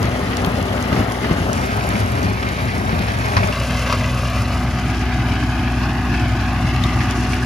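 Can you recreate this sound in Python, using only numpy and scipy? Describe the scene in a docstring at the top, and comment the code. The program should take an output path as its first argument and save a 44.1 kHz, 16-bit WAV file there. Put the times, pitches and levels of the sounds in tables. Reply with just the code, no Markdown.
"""Stone crusher on a dirt track

A tractor tows a crusher: diesel and rotor hum, the drum rumbles, stones shatter on the steel hood and grit
sprays out, swelling with heaps and dipping in a gap in the feed. Impacts excite exponentially decaying
modes. The machine passes close on the left; from 3.5 s it is heard from the front, and interference with
the ground echo gives a hollow colour that shifts as the microphone sinks."""
import sys
import numpy as np
from scipy import signal
from scipy.fft import rfft, irfft, next_fast_len
from scipy.io import wavfile

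SR = 44100
rng = np.random.default_rng(int(sys.argv[2]) if len(sys.argv) > 2 else 0)


def store_wav(level_fs):
    """Save 16-bit WAV to argv[1]."""
    pcm = np.round(np.clip(np.atleast_2d(level_fs), -1, 1) * 32767)
    wavfile.write(sys.argv[1], SR, pcm.T.astype(np.int16))


N = 328545
T = np.arange(N) / SR
FFT_SIZE = next_fast_len(N + 4096)
HZ = np.maximum(np.arange(FFT_SIZE // 2 + 1) * SR / FFT_SIZE, 1)
FIRING_HZ, ROTOR_HZ = 61.53, 26.1

# Crushing at even feed. Each row: time in seconds, then hood clatter, stone rattle and grit spray in dB.
CRUSH_LEVELS = [(0, -26.5, -30.5, -37.5), (.8, -25, -31.5, -37.5), (1.2, -25.5, -31, -37),
                (1.7, -25, -29.5, -35), (2.55, -28, -30, -39.5), (3.7, -24.5, -28, -35),
                (4.7, -27, -31.5, -40), (6.5, -25.5, -31.5, -40.5), (6.95, -26.5, -30.5, -38),
                (7.45, -26.5, -31, -34)]


def from_db(db):
    """Amplitude grows tenfold every 20 dB."""
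    return 10 ** (np.asarray(db) / 20)


def unit_power(x):
    """Division by the RMS value gives unit power."""
    return x / np.sqrt(np.mean(x ** 2) + 1e-20)


def in_time(rows):
    """Linear interpolation of each column over time."""
    times, *columns = np.transpose(rows)
    return [np.interp(T, times, column) for column in columns]


def in_hz(points):
    """Interpolation over log frequency."""
    hz, value = np.transpose(points)
    return np.interp(np.log(HZ), np.log(hz), value)


def filtered(x, response):
    """A linear filter multiplies the spectrum by its response."""
    return irfft(rfft(x, FFT_SIZE) * response, FFT_SIZE)[..., :N]


def coloured(x, spectrum):
    """Spectral shaping, scaled to unit power."""
    return unit_power(filtered(x, from_db(in_hz(spectrum))))


def drift(rate_hz):
    """Low-passed noise: a smooth random fluctuation of unit power."""
    pole = np.exp(-80 * np.pi * rate_hz / SR)
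    slow = signal.lfilter([1], [1, -2 * pole, pole * pole], rng.standard_normal(N // 40 + 2002))[2000:]
    return np.interp(np.arange(N) / 40, np.arange(len(slow)), unit_power(slow))


def decay(start_s, db, t60):
    """Exponential damping: a sudden start, then a fall of 60 dB in t60 seconds."""
    out, start = np.zeros(N), int(start_s * SR)
    age = T[:min(N - start, SR // 4)]
    out[start:start + len(age)] = from_db(db - 60 * age / t60)
    return out


def ring(clicks, hz, t60):
    """A damped resonator answers a unit impulse with a decaying sine of height 1."""
    r, w = from_db(-60 / (t60 * SR)), 2 * np.pi * hz / SR
    return signal.lfilter([0, np.sin(w)], [1, -2 * r * np.cos(w), r * r], clicks + 1e-18)


def tone(turns, unsteady):
    """Random modulation sways the level and phase of a sinusoid of unit power."""
    angle = 2 * np.pi * (turns + rng.random())
    in_phase = (1 + unsteady * drift(7.5)) * np.cos(angle)
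    quadrature = unsteady * drift(6.9) * np.sin(angle)
    return (in_phase + quadrature) / np.sqrt(.5 + unsteady ** 2)


def strays(per_s, range_db=6):
    """Events at random gaps. Each row: start in seconds, dB below the strongest, pitch from -1 to 1."""
    gaps, weakness, pitch = rng.random((64, 3)).T
    starts = np.cumsum(.5 + gaps) / per_s
    return np.column_stack([starts, range_db * weakness, 2 * pitch - 1])[starts < T[-1]]


def impacts(per_s, spread_db, t60, rotor_db, surge_db, stones, stay_s=.12):
    """Shot noise on two paths: random blows, modulated at the rotor rate, ring a few passing stones."""
    modulation = from_db(rotor_db * np.cos(2 * np.pi * ROTOR_HZ * T + drift(15)) + surge_db * drift(24))
    sizes = modulation * from_db(spread_db * np.minimum(rng.exponential(1, N), 4))
    sizes *= rng.choice([-1, 1], N)
    rings = rng.standard_normal((512, 2, 2048)) * decay(0, 0, t60)[:2048]  # each stone's dense modes
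    struck = (stones * (T / stay_s + rng.random(N))).astype(int) % len(rings)
    out = np.zeros((2, N + SR))
    for i in np.flatnonzero(rng.random(N) < per_s / SR):
        out[:, i:i + rings.shape[-1]] += sizes[i] * rings[struck[i]]
    return out[:, :N]


def load(onset_s=0.029, recovery_s=0.055):
    """Amplitude modulation by the load, in dB: the crushing swells with a heap and dips in a gap."""
    # Heaps and gaps in the feed. Each row: start in seconds, length in seconds, change of load in dB.
    feed = [(0.0, 0.063, 3), (0.915, 0.095, 5), (1.143, 0.027, -5), (1.25, 0.092, 1.5), (1.898, 0.11, 3),
            (2.166, 0.12, 2), (2.885, 0.11, 2), (3.24, 0.055, 0), (3.364, 0.063, 2), (3.887, 0.11, 2),
            (4.2, 0.11, 0), (5.193, 0.098, 2.5), (6.14, 0.26, 1.5), (6.778, 0.31, 1.5), (7.268, 0.04, 1)]
    return sum(db * np.interp(T, [s - onset_s, s, s + length, s + length + recovery_s], [0, 1, 1, 0])
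               for s, length, db in feed)


def drive(load_db, wander=0.0012, whine_db=-12, teeth_rows=4):
    """Periodic forcing: diesel firing, gear whine and rotor teeth all follow one governed speed."""
    # Each row: multiple of the firing rate, dB from the side, dB from the front, unsteadiness from 0 to 1.
    partials = [(0.994, -31.5, -26, 0.077), (1.982, -33.5, -28, 0.24), (2.136, -40, -35.5, 0.3),
                (5.59, -64, -42, 0.25), (6.45, -44, -43, 0.3), (13.94, -43.5, -45.5, .39),
                (18.3, -47, -44, 0.44), (20.1, -39.5, -41, 0.21)]
    # The drone, and the teeth biting the soil. Each row: time in seconds, base level in dB.
    drone_levels = [(0, -30), (1.35, -32.5), (1.75, -33.5), (2.2, -32), (3.45, -41.5), (3.7, -26.5),
                    (4.7, -28), (5.7, -27), (7.45, -26)]
    bite_levels = [(0, -28), (1.1, -35), (1.6, -34), (2.05, -26), (2.6, -34.5), (3.2, -25.5), (3.7, -34.5),
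                   (7.45, -32.5)]
    clock = np.cumsum(1 + wander * drift(1.57)) / SR
    beside = sum(viewpoints()[:2])
    engine = np.zeros(N)
    for multiple, side_db, front_db, unsteady in partials:
        level_db = beside * side_db + (1 - beside) * front_db
        engine += from_db(level_db) * tone(multiple * FIRING_HZ * clock, unsteady)
    drone_turns = 4 * FIRING_HZ * clock
    drone = tone(drone_turns, unsteady=.06) + from_db(whine_db) * tone(3 * drone_turns, unsteady=.15)
    teeth = tone(teeth_rows * ROTOR_HZ * clock, unsteady=0.43)
    bite_db = in_time(bite_levels)[0] + .8 * load_db
    return engine + drone * from_db(in_time(drone_levels)[0]) + teeth * from_db(bite_db)


def drum(load_db, rumble_db=-24.5, off_pitch_db_per_octave=12.5):
    """Resonance: soil and stones tumble, and heavy lumps excite most the drum modes near their pitch."""
    # The rumble. Each row: frequency in Hz, relative level in dB.
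    spectrum = [(20, -46), (42, -30), (62, -11.5), (85, 0), (105, -1), (150, -9.5), (190, -4.5), (290, -7),
                (340, -15), (450, -29), (900, -48.5)]
    # Heavy lumps. Each row: start in seconds, level in dB, pitch in Hz.
    lumps = [(0.471, -14, 137), (0.929, -18, 207), (.946, -19, 200), (0.976, -13, 190), (0.991, -10, 105),
             (1.311, -10, 170), (1.406, -14.5, 186), (2.182, -23, 100), (2.283, -22, 170),
             (2.929, -12.5, 170), (3.004, -16, 191), (3.366, -15, 96), (3.439, -16, 195), (3.969, -13, 96),
             (5.17, -21, 190), (5.309, -14, 110), (6.349, -19, 320)]
    # Drum modes. Each row: frequency in Hz, gain in dB, t60 in seconds.
    modes = [(97, 2.5, 0.091), (121, -10, 0.073), (167, 0.5, 0.078), (193, -7, 0.11), (333, 4.5, 0.061)]
    tumble = impacts(per_s=900, spread_db=2.0, t60=0.047, rotor_db=1.0, surge_db=0.34, stones=16)
    rumble = coloured(tumble, spectrum) * from_db(rumble_db + load_db)
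    starts, lump_db, lump_hz = np.transpose(lumps)
    for hz, mode_db, t60 in modes:
        mismatch_db = off_pitch_db_per_octave * abs(np.log2(hz / lump_hz))
        blows = np.zeros(N)
        blows[(starts * SR).astype(int)] = from_db(lump_db + mode_db - mismatch_db)
        rumble[0] += ring(blows, hz, t60)
    return rumble


def crushing(load_db):
    """Dense impacts merge into noise: stones hit the hood, crack on each other and spray out as grit."""
    # Spectra of the three layers. Each row: frequency in Hz, relative level in dB.
    hood_spectrum = [(200, -5.5), (300, -7), (385, 1.5), (470, -4.5), (660, 0), (780, -2), (900, -4),
                     (1250, -1.5), (1650, -3.5), (2100, -20), (4000, -34.5)]
    rattle_spectrum = [(900, -49), (1500, -1.5), (1850, 3), (2100, 2.5), (2400, 2), (2750, 0), (3200, -2),
                       (3700, -4.5), (4300, -5.5), (5100, -9.5), (6000, -14.5), (9000, -40)]
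    grit_spectrum = [(3000, -23), (5000, 6.5), (5800, 2), (7300, 1), (9500, -1), (11500, -8.5),
                     (13600, -23), (16000, -2)]
    hood_db, rattle_db, grit_db = in_time(CRUSH_LEVELS)
    hood = impacts(per_s=2000, spread_db=1.0, t60=0.046, rotor_db=-0.2, surge_db=0.6, stones=10)
    rattle = impacts(per_s=2200, spread_db=1.5, t60=0.042, rotor_db=1.07, surge_db=0.77, stones=8)
    grit = impacts(per_s=1300, spread_db=2.0, t60=0.021, rotor_db=1.0, surge_db=1.5, stones=6)
    return (coloured(hood, hood_spectrum) * from_db(hood_db + 0.43 * load_db)
            + coloured(rattle, rattle_spectrum) * from_db(rattle_db + 0.34 * load_db)
            + coloured(grit, grit_spectrum) * from_db(grit_db + 0.12 * load_db))


def chips(over_grit_db=7, pure_t60=0.032, snap_t60=0.0015, snap_low_hz=3000):
    """Free vibration: a pebble snaps and rings at a pitch set by its size, purer the longer it lasts."""
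    # Each row: start in seconds, level in dB, pitch in Hz, t60 in seconds, snap in dB relative to the ring.
    pebbles = [(.029, -15.5, 5400, .0087, -9), (.055, -19, 4500, .01, -9), (.37, -14.5, 4400, 0.01, -9),
               (.447, -16, 3300, 0.018, -6), (.461, -20, 12000, .0097, -2), (.519, -28, 9000, .009, -3),
               (.627, -22.5, 6000, .012, -7), (.826, -20, 6200, .007, -5), (1.122, -19, 6000, .0068, -4),
               (1.531, -11.5, 5600, .0084, -11), (1.659, -28, 13000, .0089, -4),
               (1.772, -26, 8500, .008, -5), (1.871, -29, 10000, .008, -5), (1.89, -19, 7600, .008, -5),
               (2.062, -26, 6000, .008, -1), (2.12, -19.5, 8950, 0.0071, -2), (2.23, -21, 5000, 0.012, -7),
               (2.489, -21, 4200, 0.012, -8), (2.949, -30, 12000, 0.0072, -3),
               (2.991, -21, 3800, 0.018, -12), (3.12, -24, 5800, .009, -10), (3.474, -22, 6540, .01, 1),
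               (3.927, -22, 7960, 0.015, -11), (4.301, -25, 8000, .009, -5), (4.421, -27, 7000, .009, -10),
               (6.197, -25, 5200, .013, -9), (6.411, -28, 5300, .013, -12), (6.763, -23, 4400, 0.015, -9),
               (6.838, -13, 3690, 0.029, -9), (7.11, -19, 6700, .0083, -5)]
    crack = rng.standard_normal((2, N))
    high_pass = signal.butter(2, snap_low_hz, "high", fs=SR, output="sos")
    snap = signal.sosfilt(high_pass, rng.choice([-1., 1.], (2, N)))
    grit_db = in_time(CRUSH_LEVELS)[2]
    lesser = [(s, grit_db[int(s * SR)] + over_grit_db - weaker, 7500 * 2 ** (0.7 * pitch), 0.008, -10)
              for s, weaker, pitch in strays(per_s=5)]
    out = np.zeros((2, N))
    for s, db, hz, t60, snap_db in pebbles + lesser:
        span = slice(int(s * SR), int(s * SR) + SR // 10)
        purity = np.clip(2 * t60 / pure_t60 - 1, 0, 1)
        rough = unit_power(signal.lfilter(*signal.iirpeak(hz, Q=2.8, fs=SR), crack[:, span]))
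        note = np.sin(2 * np.pi * hz * (T[span] - s))
        body = np.sqrt(1 - purity) * rough + np.sqrt(2 * purity) * note
        out[:, span] += body * decay(s, db, t60)[span]
        out[:, span] += snap[:, span] * decay(s, db + snap_db, snap_t60)[span]
    return out


def knocks(panel_gain=1.4, burst_s=0.00052):
    """Broadband excitation: a big stone bursts on the soil-damped hood, and the struck panel resonates."""
    # Each row: start in seconds, level in dB, t60 in seconds, pitch of the panel in Hz.
    big_stones = [(0.331, -20, 0.074, 2320), (0.927, -20, .16, 1300), (.962, -25, .2, 700),
                  (1.244, -19, 0.087, 750), (1.311, -21, 0.099, 1200), (1.81, -19, 0.025, 1200),
                  (1.954, -21, 0.12, 2300), (2.427, -18.5, 0.064, 2480), (2.586, -23.5, 0.11, 2260),
                  (2.893, -20, 0.045, 750), (3.083, -20, 0.076, 724), (3.366, -9.5, 0.11, 1210),
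                  (3.432, -20, 0.16, 2350), (3.525, -23, 0.15, 2780), (3.862, -19, 0.089, 1170),
                  (3.898, -16.5, 0.15, 1180), (3.925, -15, 0.12, 1130), (4.041, -21, 0.063, 2660),
                  (4.281, -27, 0.1, 1220), (5.831, -26.5, 0.17, 5100), (6.139, -23, 0.15, 2600),
                  (7.005, -20, 0.12, 2070), (7.332, -17.5, 0.046, 2530)]
    # The crash. Each row: frequency in Hz, relative level in dB.
    spectrum = [(150, -10), (400, -3), (1100, 10), (2200, 6.5), (3500, -0.5), (5500, -1.5), (8000, -26),
                (15000, -50)]
    crash = coloured(rng.standard_normal((2, N)), spectrum)
    lesser = [(s, -32 - weaker, 0.051, 2000 * 2 ** (pitch / 2)) for s, weaker, pitch in strays(per_s=1.3)]
    out = np.zeros((2, N))
    for s, db, t60, hz in big_stones + lesser:
        span = slice(int(s * SR), int(s * SR) + SR // 4)
        panel = signal.lfilter(*signal.iirpeak(hz, Q=4.9, fs=SR), crash[:, span])
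        envelope = decay(s, db, t60)[span] * np.clip((T[span] - s) / burst_s, 0, 1)
        out[:, span] += unit_power(crash[:, span] + panel_gain * panel) * envelope
    return out


def delayed(paths, ms):
    """Propagation delay, steady or moving."""
    return np.array([np.interp(T - ms / 1000, T, path) for path in paths])


def over_ground(x, dull_hz=4300, near_from_s=6.48, near_to_s=7.12, near_fade_s=0.17):
    """Comb filtering: dull echoes off the track and, briefly, a nearby surface interfere with the sound."""
    # The echo follows microphone height. Each row: time in seconds, lag in ms, strength from 0 to 1.
    reflection = [(0, 1.54, 0.09), (1.3, 1.38, 0.07), (2.4, 1.33, 0.04), (3.46, 1.18, 0.17),
                  (3.54, 1.83, 0.28), (4.15, 1.93, 0.23), (4.3, 1.73, 0.3), (4.52, 1.39, 0.16),
                  (5, 1.3, .17), (5.3, 1.3, 0.42), (5.6, 1.26, 0.34), (5.97, 1.09, 0.33), (6.3, 1.31, 0.53),
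                  (6.6, 1.11, 0.24), (6.85, 0.93, 0.3), (7.1, 1.11, 0.16), (7.45, 1.18, 0.26)]
    lag_ms, strength = in_time(reflection)
    near = 0.2 * np.clip(np.minimum(T - near_from_s, near_to_s - T) / near_fade_s, 0, 1)
    dull = filtered(x, 1 / (1 + (HZ / dull_hz) ** 4))
    return (x + strength * delayed(dull, lag_ms) + near * delayed(dull, ms=1.44)) / np.sqrt(1 + strength ** 2)


def at_ports(spectra, colour, coherence, balance, lead):
    """Stereo cues: direct and scattered sound reach two microphone ports, unequal in level and phase."""
    direct, scattered = spectra * from_db(in_hz(colour))
    alike, sign = np.clip(in_hz(coherence), 0, 1), np.array([[1], [-1]])
    ports = np.sqrt((1 + alike) / 2) * direct + sign * np.sqrt((1 - alike) / 2) * scattered
    gain = from_db(sign * in_hz(balance) / 2)
    gain /= np.sqrt(np.mean(gain ** 2, axis=0))
    return irfft(ports * gain * np.exp(.5j * sign * in_hz(lead)), FFT_SIZE)[:, :N]


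def viewpoints(passed_s=1.516, turned_s=3.52, lowered_s=4.66):
    """Crossfade weights for close, side, front and low: the hood passes, the microphone turns and sinks."""
    passed = np.clip((T - passed_s) / 0.24 + .5, 0, 1)
    turned = np.clip((T - turned_s) / 0.0023 + .5, 0, 1)
    lowered = np.clip((T - lowered_s) / 0.68 + .5, 0, 1)
    return 1 - passed, passed * (1 - turned), turned * (1 - lowered), turned * lowered


def at_listener(paths):
    """Each listening position has its own transfer function to the left and right ports."""
    # Colour. Each row: frequency in Hz, gain in dB.
    close_colour = [(60, 0.5), (120, 0), (200, 1.5), (320, 0.5), (400, 5), (680, 2.5), (1000, 0),
                    (1300, -1.5), (1500, -2.5), (2050, 1.5), (2350, -2), (3000, 0), (3700, -1.5),
                    (5000, -3), (12000, -0.5)]
    side_colour = [(60, 1.5), (150, 0), (200, 1), (320, -2), (400, 3), (680, 3), (1000, 0.5), (1300, -1),
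                   (1500, -1.5), (2100, 1), (2450, -0.5), (3100, -2.5), (5000, -2.5), (12000, 0)]
    front_colour = [(60, .5), (240, 0), (330, -5), (420, -7.5), (560, 1.5), (720, 0), (850, -4.5),
                    (1150, -0.5), (1500, -4.5), (1700, -2.5), (1830, -7.5), (1950, -1.5), (2080, 1),
                    (2200, -7), (2320, -1), (2680, 2.5), (3300, -2.5), (3700, -2), (6000, 0)]
    low_colour = [(60, 1), (240, -0.5), (345, 4.5), (430, -3.5), (505, -11), (600, -5), (760, 0.5),
                  (950, -3), (1150, 1), (1280, -0.5), (1365, -7.5), (1460, -.5), (1570, -2.5), (1700, 2),
                  (1830, -2.5), (2020, 2), (2280, -1.5), (2650, 3), (3300, -2), (4000, -2), (5500, 0),
                  (12000, -3)]
    # Likeness of the ports. Each row: frequency in Hz, coherence from 0 to 1.
    close_coherence = [(110, 1), (300, 1), (700, 0.79), (1250, 0.63), (1800, 0.081), (3000, 0.43),
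                       (4400, 0.15), (5500, .1), (6400, .65), (7300, 1), (7900, 1)]
    side_coherence = [(110, 1), (300, 0.94), (600, 0.62), (2600, 0.6), (3700, 0.42), (5000, 0.65),
                      (5900, 0.2), (6500, 0.5), (7200, 1), (7900, 1)]
    front_coherence = [(110, 1), (700, .96), (2400, 0.84), (3500, 0.84), (7200, 0.79), (7900, 1)]
    low_coherence = [(110, 1), (1200, 0.87), (2600, 0.57), (3300, 0.58), (5000, 0.31), (5800, .3),
                     (6400, 0.33), (7200, 0.99), (7900, 1)]
    # Balance. Each row: frequency in Hz, left minus right level in dB.
    close_balance = [(60, 0), (250, 2), (480, 7.5), (900, 4.5), (1300, 4), (1600, 0), (2050, -1), (2800, 6),
                     (4000, 3), (5000, 6), (6200, -2), (12000, 0.5)]
    side_balance = [(60, 0), (250, 3.5), (420, 7), (700, 6.5), (1100, 1.5), (1400, -1.5), (1900, -2),
                    (2400, 0.5), (2900, 3), (3600, 2.5), (5100, 3), (6300, -1), (12000, 2)]
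    front_balance = [(60, 1.3), (400, 0), (1300, 3), (1650, 5), (1900, -1), (2900, 1), (4000, 0.5),
                     (5500, 2), (6400, 4), (6900, 3), (8000, -1)]
    low_balance = [(60, 1.45), (600, -0.5), (1000, 2.5), (1450, -1), (2100, 0), (2600, 4.5), (3100, -0.5),
                   (4400, 3.5), (5800, 6.5), (7000, 1.5), (8000, 0)]
    # Phase. Each row: frequency in Hz, lead of the left port in radians.
    close_lead = [(60, .1), (300, .6), (700, 1.2), (1200, 1.1), (1650, 2.3), (2000, .8), (2500, 3),
                  (2900, 6.1), (4300, 6.6), (4900, 8.7), (5600, 6.3), (6500, 5.4), (8300, 3.14), (11500, 0),
                  (14600, -3)]
    side_lead = [(60, .1), (300, .7), (700, 1.7), (1150, 2.1), (1500, 3.3), (1900, 3.9), (2240, 5.3),
                 (2900, 6.7), (4100, 6.4), (5150, 7.9), (6200, 5.8), (8300, 3.14), (11500, 0), (14600, -3)]
    front_lead = [(60, 0), (900, 0), (1900, -.4), (2800, .3), (4000, .3), (5100, .8), (5700, .4),
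                  (6500, -.7), (8300, -3.14), (11500, -6.28), (14600, -9.3)]
    spectra = rfft(paths, FFT_SIZE)
    close = at_ports(spectra, close_colour, close_coherence, close_balance, close_lead)
    side = at_ports(spectra, side_colour, side_coherence, side_balance, side_lead)
    front = at_ports(spectra, front_colour, front_coherence, front_balance, front_lead)
    low = at_ports(spectra, low_colour, low_coherence, low_balance, front_lead)
    return sum(share * heard for share, heard in zip(viewpoints(), (close, side, front, low)))


def scene():
    """Superposition: the sources add on a direct and a scattered path and are heard over the ground."""
    load_db = load()
    machine = drum(load_db) + crushing(load_db) + knocks() + chips()
    machine[0] += drive(load_db)  # direct path only
    return at_listener(over_ground(machine))


def record(dry, low_cut_hz=42, high_cut_hz=15800):
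    """Band limiting: the microphone drops the deepest bass, and the top is cut steeply."""
    dry = signal.sosfilt(signal.butter(4, low_cut_hz, "high", fs=SR, output="sos"), dry)
    return signal.sosfilt(signal.ellip(10, .1, 80, high_cut_hz, fs=SR, output="sos"), dry)


dry = scene()
out = record(dry)
store_wav(out)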